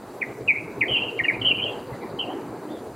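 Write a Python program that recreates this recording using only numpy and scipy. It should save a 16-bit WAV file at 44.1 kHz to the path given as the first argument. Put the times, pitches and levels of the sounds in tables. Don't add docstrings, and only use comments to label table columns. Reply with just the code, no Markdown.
import sys
import numpy as np
from scipy import signal
from scipy.fft import rfft, irfft
from scipy.io import wavfile
from scipy.ndimage import uniform_filter1d

SR = 44100
rng = np.random.default_rng(int(sys.argv[2]) if len(sys.argv) > 2 else 0)


def to_wav(s):
    ch = np.atleast_2d(s).T
    pcm = np.round(np.clip(ch, -1, 1) * 32767)
    wavfile.write(sys.argv[1], SR, pcm.astype(np.int16))


N = 130095
TIME_S = np.arange(N) / SR
SIDE_SIGN = np.array([[1], [-1]])


def undb(db):
    return 10 ** (np.asarray(db) / 20)


def at_rms(x, db):
    return x * undb(db) / np.sqrt(np.mean(x ** 2))


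def gain_at(rows, hz):
    row_hz, row_db = np.array(rows).T
    return undb(np.interp(np.log(np.maximum(hz, 1)), np.log(row_hz), row_db))


def envelope(rows):
    return undb(np.interp(TIME_S, *np.array(rows).T))


def band_gain(hz, centre_hz, width_oct):
    octaves = np.log2(np.maximum(hz, 1) / centre_hz)
    return np.cos(np.pi * np.clip(octaves / width_oct, -.5, .5))


def tinted(gain, x=None):
    x = rng.standard_normal(N) if x is None else x
    hz = np.fft.rfftfreq(N + 1, 1 / SR)
    return irfft(rfft(x, N + 1) * gain(hz), N + 1)[:N]


def wander(per_s):
    hold = int(SR / per_s)
    steps = np.repeat(rng.standard_normal(N // hold + 1), hold)
    return 1.34 * uniform_filter1d(uniform_filter1d(steps, hold), hold)[:N]


# freq_hz, relative_db
WIND_SPECTRUM = [(15, -73), (25, -43.5), (64, -9), (77, -18.5), (108, -1.5), (158, -9), (236, -8),
                 (397, -4.5), (485, -6.5), (536, -10.5), (884, -12.5), (977, -15), (3000, -38.5),
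                 (3900, -76), (6600, -120)]
# time_s, level_db
WIND_BASS = [(0.0, -56.5), (0.66, -45), (0.94, -51.5), (1.04, -50), (1.27, -58), (1.38, -39), (1.54, -46.5),
             (1.68, -49), (2.02, -52.5), (2.15, -47.5), (2.6, -60), (2.95, -48)]
# time_s, level_db
WIND_UPPER = [(0.0, -41), (0.02, -39), (0.29, -36.5), (0.32, -30), (0.35, -39), (1.03, -33), (1.15, -39),
              (1.23, -32.5), (1.25, -34), (1.51, -32), (1.55, -35), (1.77, -31.5), (1.86, -38.5),
              (1.9, -33), (2.27, -35.5), (2.29, -31.5), (2.84, -37), (2.95, -38)]


def wind(flicker_db=3.5, flicker_per_s=30, eddies_per_s=90, eddy_db=-10, crossover_hz=165):
    flutter = 0
    for hz in 28 * 2 ** np.arange(0, 7, .5):
        band = tinted(lambda f: gain_at(WIND_SPECTRUM, f) * band_gain(f, hz, width_oct=1))
        depth_db = flicker_db * min(1, 600 / hz)
        flutter += band * undb(depth_db * wander(flicker_per_s))
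    hits = rng.random(N) < eddies_per_s / SR
    strength = undb(3.5 * np.minimum(rng.exponential(size=N), 3))
    kicks = hits * strength * rng.choice([-1, 1], N)
    eddies = tinted(lambda f: gain_at(WIND_SPECTRUM, f) / (1 + (f / 600) ** 4), kicks)
    air = at_rms(flutter, 0) + at_rms(eddies, eddy_db)
    bass = tinted(lambda f: 1 / (1 + (f / crossover_hz) ** 6), air)
    return at_rms(bass, 0) * envelope(WIND_BASS) + at_rms(air - bass, 0) * envelope(WIND_UPPER)


# freq_hz, relative_db
HISS_SPECTRUM = [(1500, 9), (3000, -1), (5000, -4.5), (7000, -1.5), (10000, -3), (15800, -8)]
# freq_hz, side_over_mid_db
HISS_WIDTH = [(1500, -40), (2500, -29.5), (3500, -13.5), (4500, -8), (8000, -6), (15000, -4.5)]


def hiss(level_db=-55.5, shared_waver_db=.5, band_waver_db=1.2, waver_per_s=30):
    out = 0
    shared_db = shared_waver_db * wander(waver_per_s)
    for hz in 1400 * 2 ** np.arange(0, 3.75, .25):
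        gain = lambda f: gain_at(HISS_SPECTRUM, f) * band_gain(f, hz, width_oct=.5)
        mid = tinted(gain)
        side = tinted(lambda f: gain(f) * gain_at(HISS_WIDTH, f))
        out += (mid + side * SIDE_SIGN) * undb(shared_db + band_waver_db * wander(waver_per_s))
    return at_rms(out, level_db)


# centre_hz, width_hz, level_db
INSECT_BANDS = [(3990, 700, -65.5), (4636, 400, -67)]
# time_s, relative_db
INSECT_ENVELOPE = [(0, -2.5), (.6, -2.5), (1, -0.5), (1.9, 1.5), (2.4, 0), (2.95, -2.5)]


def insect(pulses_per_s=13, first_s=.03, duty=.31, steady_gain=.8, waver_db=1.2):
    cycle = ((TIME_S - first_s) * pulses_per_s + .5) % 1 - .5
    pulse = steady_gain + np.exp(-(2 * cycle / duty) ** 2)
    pulse *= undb(waver_db * wander(per_s=8.85)) * envelope(INSECT_ENVELOPE)
    out = 0
    for centre_hz, width_hz, level_db in INSECT_BANDS:
        rasp = tinted(lambda f: 1 / (1 + (2 * (f - centre_hz) / width_hz) ** 2))
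        out += at_rms(pulse * rasp, level_db)
    return out


def bend(progress, start, mid, end):
    left = 1 - progress
    return (start * left - end * progress) * (left - progress) + 4 * mid * progress * left


def whistle(notes, full_voice_db, breath_hz=268, breath_db=-4, roughen_s=.016,
            attack_s=.003, release_s=.0073):
    out = np.zeros(N)
    breath = [at_rms(tinted(lambda f: np.exp(-(f / breath_hz) ** 3)), -3) for _ in range(2)]
    for start_s, length_s, *contour in notes:
        span = slice(int(start_s * SR), int((start_s + length_s) * SR) + 1)
        age_s = np.clip(TIME_S[span] - start_s, 0, length_s)
        pitch_hz = bend(age_s / length_s, *contour[:3])
        level_db = bend(age_s / length_s, *contour[3:])
        phase = 2 * np.pi * np.cumsum(pitch_hz) / SR
        air = breath[0][span] * np.sin(phase) + breath[1][span] * np.cos(phase)
        hoarse = undb(breath_db + .5 * (full_voice_db - level_db)) * np.minimum(age_s / roughen_s, 1)
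        voice = (np.sin(phase) + hoarse * air) / np.sqrt(1 + hoarse ** 2)
        ramp = np.clip(np.minimum(age_s / attack_s, (length_s - age_s) / release_s), 0, 1)
        out[span] += voice * undb(level_db) * np.sin(np.pi / 2 * ramp) ** 2
    return out


def tree_echo(song, leaves_t60_s, trunks_t60_s=.65, trunks_db=-11, rise_s=.002):
    t = np.arange(SR) / SR

    def decay(t60_s):
        shape = undb(-60 * t / t60_s) * np.minimum(t / rise_s, 1)
        return shape / np.linalg.norm(shape)

    tail = np.hypot(decay(leaves_t60_s), undb(trunks_db) * decay(trunks_t60_s))
    return signal.fftconvolve(song, rng.standard_normal(SR) * tail)[:N]


# start_s, length_s, start_hz, mid_hz, end_hz, start_db, mid_db, end_db
NEAR_SONG = [ (.211, 0.032, 2744, 2087, 1870, -38.5, -20, -38),
             (.250, 0.055, 1950, 2600, 2350, -50, -62, -59),
             (.476, 0.057, 2714, 2285, 2170, -19.5, -17, -26),
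             (.546, 0.059, 2136, 2290, 2625, -27, -30, -44),
             (.808, 0.036, 2720, 2050, 1920, -18.5, -19, -22),
             (.848, 0.065, 2050, 2480, 2480, -21.5, -42.5, -38),
             (.880, 0.031, 3090, 3000, 2750, -35, -29, -29), (.911, 0.036, 2954, 3000, 2880, -18, -23, -12),
             (.945, 0.052, 2866, 2700, 2648, -24.5, -19.5, -21.5),
             (.960, .150, 3033, 3000, 2967, -20.5, -41.5, -41),
             (1.010, 0.093, 2657, 2870, 2654, -27, -32.5, -33.5),
             (1.125, 0.07, 2687, 2870, 2933, -41, -45.5, -39),
             (1.190, 0.023, 2310, 2000, 1730, -15.5, -16, -21),
             (1.236, 0.033, 2930, 2720, 2610, -28, -26.5, -32),
             (1.247, 0.013, 2300, 1890, 1860, -29, -17.5, -25),
             (1.281, 0.031, 2410, 2110, 1780, -15.5, -17.5, -25.5),
             (1.318, 0.038, 1896, 2260, 2330, -34, -29.5, -30),
             (1.414, 0.0347, 3070, 2940, 2930, -20.5, -32.5, -33),
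             (1.447, 0.067, 2992, 2990, 2908, -18, -20, -19.5),
             (1.500, 0.031, 2853, 2720, 2550, -27, -18, -26),
             (1.536, 0.12, 2950, 2890, 3075, -28.5, -31.5, -31),
             (1.578, 0.041, 2410, 2500, 2300, -38, -39.5, -48),
             (1.620, 0.056, 2990, 3090, 2890, -23, -31.5, -38),
             (1.655, 0.059, 2942, 2740, 2690, -20, -35.5, -37),
             (1.675, 0.066, 3177, 3260, 3160, -37, -46, -44),
             (2.188, 0.04, 3077, 2985, 2920, -30.5, -23.5, -33),
             (2.222, 0.031, 2925, 2800, 2560, -37, -32, -43),
             (2.260, 0.082, 2590, 2920, 3240, -43, -48, -54)]


def near_bird(side_db=-45):
    song = whistle(NEAR_SONG, full_voice_db=-18)
    mid, side = (tree_echo(song, leaves_t60_s=.07) for _ in range(2))
    return song + mid + undb(side_db) * side * SIDE_SIGN


# centre_s, main_ring_db, width_s, upper_over_main_db
EDDY_HITS = [(.425, -39.5, 0.034, -5.5), (0.784, -42.5, 0.023, 10), (0.81, -39, 0.011, 6),
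             (0.921, -30, 0.039, -4.5), (1.225, -34.5, 0.041, -1.5), (1.458, -34, .035, -10),
             (1.635, -37, 0.037, -12), (1.929, -30.5, 0.028, -19), (2.503, -38, 0.032, 2)]


def wind_thumps(main_hz=125, upper_hz=320, deep_hz=70, deep_over_main_db=-10.5):
    out = np.zeros(N)
    for centre_s, main_ring_db, width_s, upper_over_main_db in EDDY_HITS:
        t = TIME_S - centre_s
        swell = undb(main_ring_db) * np.exp(-(2 * t / width_s) ** 2)
        for hz, db in (main_hz, 0), (upper_hz, upper_over_main_db), (deep_hz, deep_over_main_db):
            out += swell * undb(db) * np.sin(2 * np.pi * (hz * t + rng.random()))
    return out


# start_s, length_s, start_hz, mid_hz, end_hz, start_db, mid_db, end_db
FAR_SONG = [ (1.919, 0.0355, 2140, 1946, 1740, -50, -45.5, -53),
            (2.007, 0.046, 2430, 2056, 1750, -47, -41, -50),
            (2.680, 0.095, 2960, 3664, 3060, -54, -52, -51)]


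def far_bird(direct_db=-6):
    song = whistle(FAR_SONG, full_voice_db=-42)
    return undb(direct_db) * song + tree_echo(song, leaves_t60_s=.2)


def scene():
    return wind() + hiss() + insect() + near_bird() + wind_thumps() + far_bird()


def record(dry, cutoff_hz=15850):
    return signal.sosfilt(signal.ellip(18, .3, 90, cutoff_hz, fs=SR, output="sos"), dry)


dry = scene()
out = record(dry)
to_wav(out)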